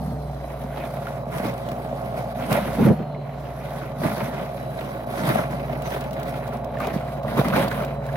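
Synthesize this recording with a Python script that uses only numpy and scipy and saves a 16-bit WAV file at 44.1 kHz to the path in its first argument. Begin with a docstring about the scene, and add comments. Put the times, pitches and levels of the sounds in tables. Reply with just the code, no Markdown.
"""A motor hums and whines and a plastic hood rattles: an electric snow broom, close by in the open air.
It is pushed to and fro over a snowy path. On each push the bristles scrape, powder hisses out and lumps
drum on the hood, exciting its resonances. Ice chips clack, grit ticks and cold snow squeaks by stick-slip.
Once the head rams a snow bank and the hood booms; as the load drops, the motor races until its governor
pulls it back."""
import sys
import numpy as np
from scipy import signal
from scipy.io import wavfile
from scipy.ndimage import uniform_filter1d, map_coordinates

SR = 44100
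rng = np.random.default_rng(int(sys.argv[2]) if len(sys.argv) > 2 else 0)


def persist_wave(psi):
    """Save psi, clipped to +-1, as 16-bit WAV."""
    counts = np.round(np.clip(psi, -1, 1) * 32767).astype(np.int16)
    wavfile.write(sys.argv[1], SR, np.atleast_2d(counts).T)


N = 359856
TIME = np.arange(N) / SR

# normal modes of the hood: pitch_hz, width_hz, gain_db
HOOD_MODES = [(125, 24.8, 1), (180.3, 59, 2), (237, 49, 0.5), (441, 26, -6.5), (555, 66.4, 2),
              (667.3, 123, 0.5), (895, 120, -5.5), (1110, 290, -11)]
# the brush bites into snow: start_s, rise_s, hold_s, scrape_db, spray_db, drumming_db
SNOW_BITES = [(0.0, 0.0051, 0.13, -56, -56, -29.5), (0.654, .12, 0.044, -39, -60, -43),
              (0.83, 0.033, .1, -47, -54.5, -42), (1.297, 0.045, .08, -33.5, -48.5, -32),
              (1.42, 0.035, 0.017, -28.5, -44.5, -22.5), (1.64, 0.02, 0.027, -43, -53, -32),
              (2.157, 0.019, .012, -34.5, -47, -45), (2.342, 0.063, .08, -37.5, -51, -32),
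              (2.483, 0.027, 0.018, -27, -38, -23), (2.525, .02, 0.034, -25.5, -41, -30),
              (2.594, .02, 0.24, -35, -49, -26.5), (2.81, 0.045, .008, -31.5, -48, -18),
              (3.566, 0.14, 0.13, -39.5, -53.5, -38), (3.973, 0.087, 0.016, -28, -41, -24.5),
              (4.076, 0.047, 0.14, -33.5, -45.5, -35), (4.307, 0.033, 0.073, -34.5, -51, -35),
              (4.754, 0.044, 0.094, -40.5, -55, -56), (5.054, 0.13, 0.051, -32, -43, -31),
              (5.187, 0.095, 0.039, -25, -39.5, -21), (5.332, 0.019, 0.053, -27, -44.5, -26),
              (5.5, 0.021, 0.013, -35.5, -50, -29), (5.8, 0.12, 0.045, -38, -47, -42),
              (6.24, 0.038, .015, -37, -48.5, -42), (6.35, 0.014, 0.012, -41, -50, -45),
              (6.518, 0.013, 0.0067, -37.5, -53, -58), (6.785, 0.033, 0.043, -33.5, -49.5, -29.5),
              (6.926, 0.013, 0.009, -35.5, -46.5, -26.5), (7.257, 0.037, 0.059, -33.5, -50.5, -30),
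              (7.364, 0.013, 0.014, -25, -39.5, -17.5), (7.432, 0.015, 0.049, -33, -44.5, -20.5),
              (7.515, 0.043, 0.068, -23.5, -39.5, -19.5), (7.702, 0.0079, 0.096, -32, -48.5, -31)]


def from_db(db):
    """Decibels to amplitude ratio."""
    return 10 ** (np.asarray(db) / 20)


def rms_one(x):
    """Normalisation: the centre of the stereo image gets rms 1."""
    return x / np.sqrt(np.mean(np.atleast_2d(x).mean(axis=0) ** 2) + 1e-20)


def in_time(rows):
    """Linear interpolation of each column of a curve, sample by sample."""
    times, *columns = np.transpose(rows)
    return [np.interp(TIME, times, column) for column in columns]


def at_hz(points, hz):
    """Interpolation of a spectrum on a log-frequency axis."""
    frequencies, levels = np.transpose(points)
    return np.interp(np.log(hz), np.log(frequencies), levels)


def drift(rate_hz):
    """Slow random fluctuation: low-passed noise of rms 1."""
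    step = 40  # samples per control point
    pole = np.exp(-2 * np.pi * rate_hz * step / SR)
    slow = signal.lfilter([1], [1, -2 * pole, pole * pole], rng.standard_normal(N // step + 2002))[2000:]
    return np.interp(np.arange(N) / step, np.arange(len(slow)), rms_one(slow))


def cut(x, hz, kind, order=2):
    """Butterworth filter."""
    return signal.sosfilt(signal.butter(order, hz, kind, fs=SR, output="sos"), x + 1e-18)


def resonate(x, hz, width_hz):
    """A damped oscillator with gain 1 at resonance."""
    radius = np.exp(-np.pi * width_hz / SR)
    feedback = [1, -2 * radius * np.cos(2 * np.pi * hz / SR), radius * radius]
    return signal.lfilter(np.array([1, 0, -1]) * (1 - radius * radius) / 2, feedback, x + 1e-18)


def spread(pair, hz):
    """Mid and side become left and right: coherent in the bass, diffuse in the treble."""
    # stereo width: frequency_hz, side_gain_db
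    width = [(60, -43), (170, -17.5), (350, -7), (700, -5), (1400, -6.5), (2800, -1.5), (6000, -1.5),
             (14000, 0.5)]
    # level difference between the ears: frequency_hz, left_minus_right_db
    balance = [(60, -4), (170, -1), (600, -1), (1400, -2.5), (5000, -0.5), (9500, 2), (14000, -0.5)]
    mid, side = pair
    signs = np.array([[1], [-1]])
    return (mid + from_db(at_hz(width, hz)) * side * signs) * from_db(at_hz(balance, hz) * signs / 2)


def body(force, modes):
    """Modal superposition: parallel resonances of alternating sign."""
    return sum((-1) ** k * from_db(db) * spread(resonate(force, hz, width), hz)
               for k, (hz, width, db) in enumerate(modes))


def coloured(force, spectrum, patchy_db):
    """Noise under a force envelope, shaped in third octaves that flicker independently; rms 1."""
    edges = 16000 / 2 ** (np.arange(28)[::-1] / 3)
    white = rng.standard_normal((2, 2, N)) * force
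    out = 0
    for k, (low, high) in enumerate(zip(edges, edges[1:])):
        hz, flicker = np.sqrt(low * high), drift(10.4)
        if spectrum[0][0] < hz < 2 * spectrum[-1][0]:
            band = spread(cut(white[k % 2], [low, high], "band"), hz)
            out = out + band * from_db(at_hz(spectrum, hz) + patchy_db * flicker)
    return rms_one(out)


def grains(per_s, size_db, life_s, bed):
    """Shot noise: the force envelope of small random impacts over a steady bed."""
    hits = rng.random(N) < per_s / SR
    sizes = from_db(size_db * np.minimum(rng.exponential(1, N), 4))
    energy = signal.lfilter([1], [1, -np.exp(-2 / (life_s * SR))], hits * sizes ** 2 + 1e-18)
    return np.sqrt(energy / energy.mean() + bed)


def slaps(cycles, fade, depth, uneven_db):
    """Periodic impacts: the force jumps by a random amount once a cycle and relaxes; rms 1."""
    size = from_db(uneven_db * rng.standard_normal(int(cycles[-1]) + 1))[cycles.astype(int)]
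    return rms_one(1 + depth * size * np.exp(-(cycles % 1) / fade))


def strokes(rows, release_s):
    """Incoherent sum: envelopes that rise, hold and decay add in power."""
    power = np.zeros(N)
    for start_s, rise_s, hold_s, level_db in rows:
        age = TIME - start_s
        attack = np.clip(age / max(rise_s, 1e-3), 0, 1)
        decay = np.exp(-np.clip((age - rise_s - hold_s) / release_s, 0, 30))
        power += (from_db(level_db) * attack * decay) ** 2
    return np.sqrt(power)


def burst(life_s):
    """Impact excitation: exponentially decaying noise on two channels."""
    age = np.arange(SR // 10) / SR
    return rng.standard_normal((2, len(age))) * np.exp(-age / life_s)


def add(out, start_s, peak_db, sound):
    """Mix a sound in at a time and peak level."""
    start = max(round(start_s * SR), 0)
    scaled = from_db(peak_db) * sound / np.abs(sound.mean(axis=0)).max()
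    out[:, start:start + sound.shape[1]] += scaled[:, :N - start]


def hum(turns, orders, waver_db, wander):
    """Harmonics of a shaft's rotation, each randomly modulated in amplitude and phase."""
    out = np.zeros((2, N))
    for order, level_db in orders:
        phase = 2 * np.pi * (order * turns + rng.random()) + wander * np.sqrt(order) * drift(4.3)
        tone = np.sqrt(2) * from_db(level_db + waver_db * drift(20)) * np.sin(phase)
        out += spread([tone, 0], order * turns[-1] / TIME[-1])
    return out


def motor_speed():
    """Critical damping: the governor pulls the racing motor back without ringing."""
    # the load drops and the motor races: start_s, overshoot_hz
    races = [(-.014, 14.4), (2.9, 13.8)]
    speed_hz, governor_s = 140.2, .077
    for start_s, overshoot_hz in races:
        age = np.maximum(TIME - start_s, 0) / governor_s
        speed_hz = speed_hz + overshoot_hz * age * np.exp(1 - age)
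    return speed_hz * (1 + 0.00143 * drift(4.25))


def drive(motor_turns, brush_turns, motor_db, drone_db):
    """Rotation radiates at multiples of shaft speed: motor hum, gear drone and the brush's throb."""
    # motor hum: cycles_per_motor_turn, level_db
    motor_orders = [(1, -3), (3, -20), (4, -12.5), (6, -40)]
    # gear drone: cycles_per_brush_turn, level_db
    gear_orders = [(4, -10), (8, -14.5), (13, -21.5), (17, -19), (18, -16), (19, -22), (20, -38),
                   (21, -10.5), (22, -13), (23, -10), (24, -13), (26, -18.5), (28, -18.5), (36, -25.5),
                   (38, -25.5)]
    # throb of the brush, twice a turn: time_s, level_db
    throb_curve = [(0, -32.5), (.7, -36.5), (1.0, -41), (2.4, -39.5), (2.92, -35), (3.05, -46), (3.28, -47),
                   (3.38, -38), (3.85, -41.5), (5.12, -42), (5.65, -36), (6.2, -39.5), (8.16, -37)]
    throb = from_db(in_time(throb_curve)[0] + 1.0) * np.sin(4 * np.pi * brush_turns)
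    motor = from_db(motor_db) * hum(motor_turns, motor_orders, waver_db=2.5, wander=0.21)
    gears = from_db(drone_db + 0.5) * hum(brush_turns, gear_orders, waver_db=3.0, wander=0.089)
    return throb + motor + gears


def rattle(brush_turns, drone_db, load):
    """Backlash: play in the drive knocks the hood two and three times a turn, harder under load."""
    twice = slaps(2 * brush_turns, fade=0.33, depth=2.4, uneven_db=2.0)
    thrice = slaps(3 * brush_turns, fade=0.16, depth=1.58, uneven_db=3.5)
    knocks = rng.standard_normal((2, N)) * twice * thrice
    force = knocks * grains(per_s=620, size_db=2.4, life_s=0.00094, bed=1.0)
    hood = cut(cut(body(force, HOOD_MODES), 103.0, "high", order=4), 1060, "low")
    return np.hypot(from_db(drone_db - 2.0), load) * rms_one(hood)


def whine(motor_turns, scrape):
    """A high motor harmonic: a thin, fluttering whine, wide between the ears, that weakens under load."""
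    # the whine's harmonic: cycles_per_motor_turn, level_db
    orders = [(28, 0)]
    # whine under light load: time_s, level_db
    whine_curve = [(0, -72), (.3, -65), (.7, -72), (2.85, -71), (3.0, -67), (3.22, -64.5), (3.4, -73),
                   (3.9, -71), (4.4, -65), (6.1, -63.5), (6.8, -67), (8.0, -63.5)]
    # higher whine as the head leaves the snow: start_s, rise_s, hold_s, level_db
    free_spin = [(3.0, .15, .22, -72)]
    light_load_db = -42  # a scrape above this weakens the whine
    flutter = rms_one(from_db(2.0 * drift(60) + 1.5 * drift(5)))
    centre, side = (hum(motor_turns, orders, waver_db=1.5, wander=.3) for _ in range(2))
    load_gain = np.maximum(scrape / from_db(light_load_db), 1) ** -.45
    steady = from_db(in_time(whine_curve)[0]) * load_gain * (centre + side * np.array([[.5], [-.5]]))
    unloaded = strokes(free_spin, release_s=.07) * hum(motor_turns, [(30, 0)], waver_db=1.5, wander=.3)
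    return flutter * (steady + unloaded)


def brushwork():
    """Envelopes of scrape, spray and load: skimming, thinned at each lift, adds in power to the bites."""
    # the brush skims swept ground: time_s, scrape_db, spray_db
    skim = [(0, -54, -59), (.3, -52, -58.5), (.45, -46, -57), (1.1, -41.5, -54), (2.1, -43, -55),
            (2.85, -40.5, -50), (2.97, -45, -61), (3.15, -51.5, -70), (3.4, -44, -58.5), (4.7, -44, -56.5),
            (5.7, -39.5, -55.5), (6.35, -37.5, -58.5), (7.1, -41, -55), (8.16, -40, -57)]
    # the head lifts between strokes: centre_s, half_length_s
    lifts = [(1.252, 0.053), (2.34, 0.013), (3.942, 0.016), (5.057, 0.0079), (6.11, 0.017), (6.416, .015),
             (6.653, 0.12), (7.214, 0.021), (7.994, 0.042)]
    release_s = .04  # the brush clears itself
    lifted = sum(np.exp(-((TIME - centre_s) / half_s) ** 2) for centre_s, half_s in lifts)
    scrape_db, spray_db = in_time(skim)
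    load = strokes([(*timing, db) for *timing, db, _, _ in SNOW_BITES], release_s)
    thrown = strokes([(*timing, db) for *timing, _, db, _ in SNOW_BITES], release_s)
    scrape = np.hypot(from_db(scrape_db - 9.5 * lifted), load)
    spray = np.hypot(from_db(spray_db - 10 * lifted), thrown)
    return scrape, spray, load


def bristles(brush_turns, scrape, spray):
    """Friction and impact noise: bristle rows scratch the crust, pelt the hood's lip and fling powder."""
    # spectrum of the scraped crust: frequency_hz, density_db
    crust_spectrum = [(100, -5), (300, 10), (550, 9), (800, 5), (1000, 7), (1350, -1.5), (1750, -0.5),
                      (2150, -1.5), (2800, -7.5), (4000, -14), (6000, -38), (8000, -47), (15000, -19)]
    # modes of the hood's lip: pitch_hz, width_hz, gain_db
    lip_modes = [(1040, 146, 2), (1330, 86, 6.5), (1430, 260, 3.5), (2061, 144, 5.5), (2125, 340, 1)]
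    # spectrum of the powder's hiss: frequency_hz, density_db
    powder_spectrum = [(3000, 5.5), (4600, 1), (6200, -1.5), (7200, -8), (8200, -5), (9600, -4.5),
                       (12200, 5.5), (14500, -8.5), (16000, -3)]
    grip = from_db(0.49 * drift(39))
    rows = grip * slaps(2 * brush_turns, fade=0.19, depth=0.14, uneven_db=8.5)
    crunch = rows * grains(per_s=200, size_db=4.0, life_s=0.012, bed=0.31)
    crystals = grip * grains(per_s=580, size_db=3.0, life_s=0.0034, bed=1.1)
    pellets = rng.standard_normal((2, N)) * rows * grains(per_s=160, size_db=4.0, life_s=0.0059, bed=0.8)
    crust = scrape * from_db(-1.18) * coloured(crunch, crust_spectrum, patchy_db=2.55)
    lip = scrape * from_db(-7.5) * rms_one(cut(body(pellets, lip_modes), 2550, "low"))
    powder = spray * from_db(-1.13) * coloured(crystals, powder_spectrum, patchy_db=2.0)
    return crust + lip + powder


def drumming():
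    """Dense impacts of snow lumps on the hood merge into low noise during each bite."""
    # spectrum of the pelted hood: frequency_hz, density_db
    spectrum = [(40, -16), (80, -11), (130, 5), (200, 6), (250, 5.5), (330, -25), (440, -15), (650, -29),
                (1000, -10), (2500, -79)]
    lumps = grains(per_s=370, size_db=2.1, life_s=0.00036, bed=0.48)
    envelope = strokes([(*timing, db) for *timing, _, _, db in SNOW_BITES], release_s=0.035)
    return from_db(-3.5) * envelope * coloured(lumps, spectrum, patchy_db=2.0)


def air():
    """A faint rush of air: broadband noise, strongest in the bass."""
    # spectrum of the rush: frequency_hz, density_db
    spectrum = [(25, -9), (60, -9.5), (110, 1.5), (300, -1), (1000, -11), (2500, -29), (15000, -54)]
    return from_db(-42.5) * coloured(1, spectrum, patchy_db=3.0)


def ice_chips():
    """Free vibration: chips strike the plastic and ring briefly, each at its own pitch."""
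    # chip impacts: start_s, level_db, pitch_hz
    chips = [(1.0682, -25, 1390),  (2.5045, -24, 1330), (3.145, -37.5, 2150), (5.395, -29, 1220),
             (5.969, -29, 1230), (6.77, -29.5, 1800), (6.8022, -19.5, 1170), (7.388, -19, 1340),
             (7.4463, -23, 1220), (7.4836, -24, 1240), (7.5357, -14.5, 1330), (7.7137, -22, 1460),
             (7.8027, -25, 1300), (8.089, -29, 1670)]
    out = np.zeros((2, N))
    for start_s, level_db, pitch_hz in chips:
        ring = resonate(resonate(burst(life_s=0.006), pitch_hz, 170), pitch_hz, 1500)
        add(out, start_s, level_db + 0.5, spread(ring, pitch_hz))
    return out


def grit():
    """Brief impacts have broad spectra: grit flicked by the bristles gives bright ticks."""
    # the largest pieces: start_s, level_db
    coarse = [(1.0693, -30), (1.382, -20.5), (1.538, -31), (1.578, -29), (1.688, -27), (1.716, -28),
              (2.527, -12.5), (5.8743, -29), (6.0077, -25), (6.04, -32), (6.1314, -30), (6.1387, -30),
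              (6.197, -28), (6.231, -25), (6.477, -31), (6.568, -41), (6.8005, -29), (6.87, -21),
              (7.4829, -20.5), (7.682, -23), (7.714, -23), (7.848, -23.5)]
    bare_from_s, flicks_per_s = 5.8, 8.8  # finer grit flies once the ground is swept bare
    flicks = TIME[(rng.random(N) < flicks_per_s / SR) & (TIME > bare_from_s)]
    fine = [(start_s, -32 - 3 * rng.standard_normal()) for start_s in flicks]
    out = np.zeros((2, N))
    for start_s, level_db in coarse + fine:
        crack = burst(life_s=0.0046)
        tick = resonate(crack, 2700, 1800) - 0.65 * resonate(crack, 16000, 2700)
        add(out, start_s, level_db - 6.5, tick)
    return out


def clods():
    """Single clods excite the hood's modes; the harder the clod, the wider the force's bandwidth."""
    # clod impacts: start_s, level_db, hardness_hz
    impacts = [(2.512, -4.5, 159), (2.79, -13, 229), (2.905, -22, 207), (4.052, -4, 172),
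               (4.223, -10.5, 150), (5.355, -7, 600), (5.39, -2, 800), (6.872, -8, 420), (6.957, -6.5, 130),
               (7.388, -1, 190), (7.533, -3, 135), (7.583, -11, 300)]
    damped = [(hz, 2.0 * width, db) for hz, width, db in HOOD_MODES]  # pressed snow shortens the ring
    out = np.zeros((2, N))
    for start_s, level_db, hardness_hz in impacts:
        force = cut(burst(life_s=0.0022), 1.45 * hardness_hz, "low")
        add(out, start_s, level_db - 8.5, cut(body(force, damped), 118, "high"))
    return out


def jam():
    """Forced vibration: jammed snow grinds steadily on the hood and makes it boom."""
    # modes of the snow-packed hood: pitch_hz, width_hz, gain_db
    jammed_modes = [(96, 31, -7.5), (167, 74, 2.5), (213.4, 26.3, 10), (447, 150, -10.5)]
    # the head rams the snow bank: start_s, rise_s, hold_s, level_db
    rams = [(2.778, 0.017, 0.033, -15), (2.835, 0.024, 0.059, -12.5), (2.985, .02, 0.0099, -24.5)]
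    grinding = cut(rng.standard_normal((2, N)), 830, "low")
    boom = cut(body(grinding, jammed_modes), 67, "high")
    running_rms = np.sqrt(uniform_filter1d(boom.mean(axis=0) ** 2, size=700) + 1e-18)
    return from_db(-0.5) * strokes(rams, release_s=0.016) * boom / running_rms


def squeaks():
    """Stick-slip friction: cold crystals sing in two narrow bands."""
    # snow squeaks: start_s, peak_db, lower_hz, upper_hz, length_s
    events = [(4.782, -32.5, 1990, 3780, 0.017), (5.837, -39, 3820, 6100, 0.049),
              (7.674, -33, 3500, 4520, 0.016)]
    out = np.zeros((2, N))
    for start_s, peak_db, lower_hz, upper_hz, length_s in events:
        window = np.hanning(round(length_s * SR))
        slips = rng.standard_normal((2, len(window))) * window
        squeak = sum(resonate(resonate(slips, hz, 350), hz, 700) for hz in (lower_hz, upper_hz))
        add(out, start_s, peak_db, squeak)
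    return out


def place(x):
    """Interaural time difference: the sound reaches the nearer ear first."""
    # bearing of the broom's head: time_s, right_ear_lead_us
    bearing = [(0, -120), (.4, -120), (1.2, 135), (2.2, 180), (2.9, 10), (3.3, 10), (3.8, 90), (4.3, 100),
               (4.8, 180), (6.3, 170), (7.2, -130), (8.16, -90)]
    half_lag = in_time(bearing)[0] * 1e-6 * SR / 2
    return np.array([map_coordinates(side, [np.arange(N) + sign * half_lag], order=3)
                     for side, sign in zip(x, (-1, 1))])


def scene():
    """Superposition of the machine and the snow it throws, moving from side to side, and the air."""
    # strength of the running gear: time_s, motor_db, drone_db
    running = [(0, -31, -37.5), (.5, -35, -37.5), (1.0, -35, -33.5), (2.4, -37.5, -31), (3.05, -31, -36.5),
               (3.45, -36.5, -37.5), (4.1, -34, -33.5), (4.6, -35.5, -34.5), (5.05, -40.5, -33),
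               (5.6, -31.5, -31.5), (7.1, -35.5, -31.5), (8.16, -29, -32)]
    gear_ratio = 4.625
    motor_turns = np.cumsum(motor_speed()) / SR
    brush_turns = motor_turns / gear_ratio
    scrape, spray, load = brushwork()
    motor_db, drone_db = in_time(running)
    machine = drive(motor_turns, brush_turns, motor_db, drone_db) + rattle(brush_turns, drone_db, load)
    snow = drumming() + jam() + clods() + bristles(brush_turns, scrape, spray) + squeaks()
    return air() + whine(motor_turns, scrape) + place(machine + snow + ice_chips() + grit())


def record(dry):
    """Band limiting: an elliptic low-pass cuts the highest treble steeply."""
    cutoff_hz = 15900
    return signal.sosfilt(signal.ellip(10, .1, 90, cutoff_hz, fs=SR, output="sos"), dry)


dry = scene()
out = record(dry)
persist_wave(out)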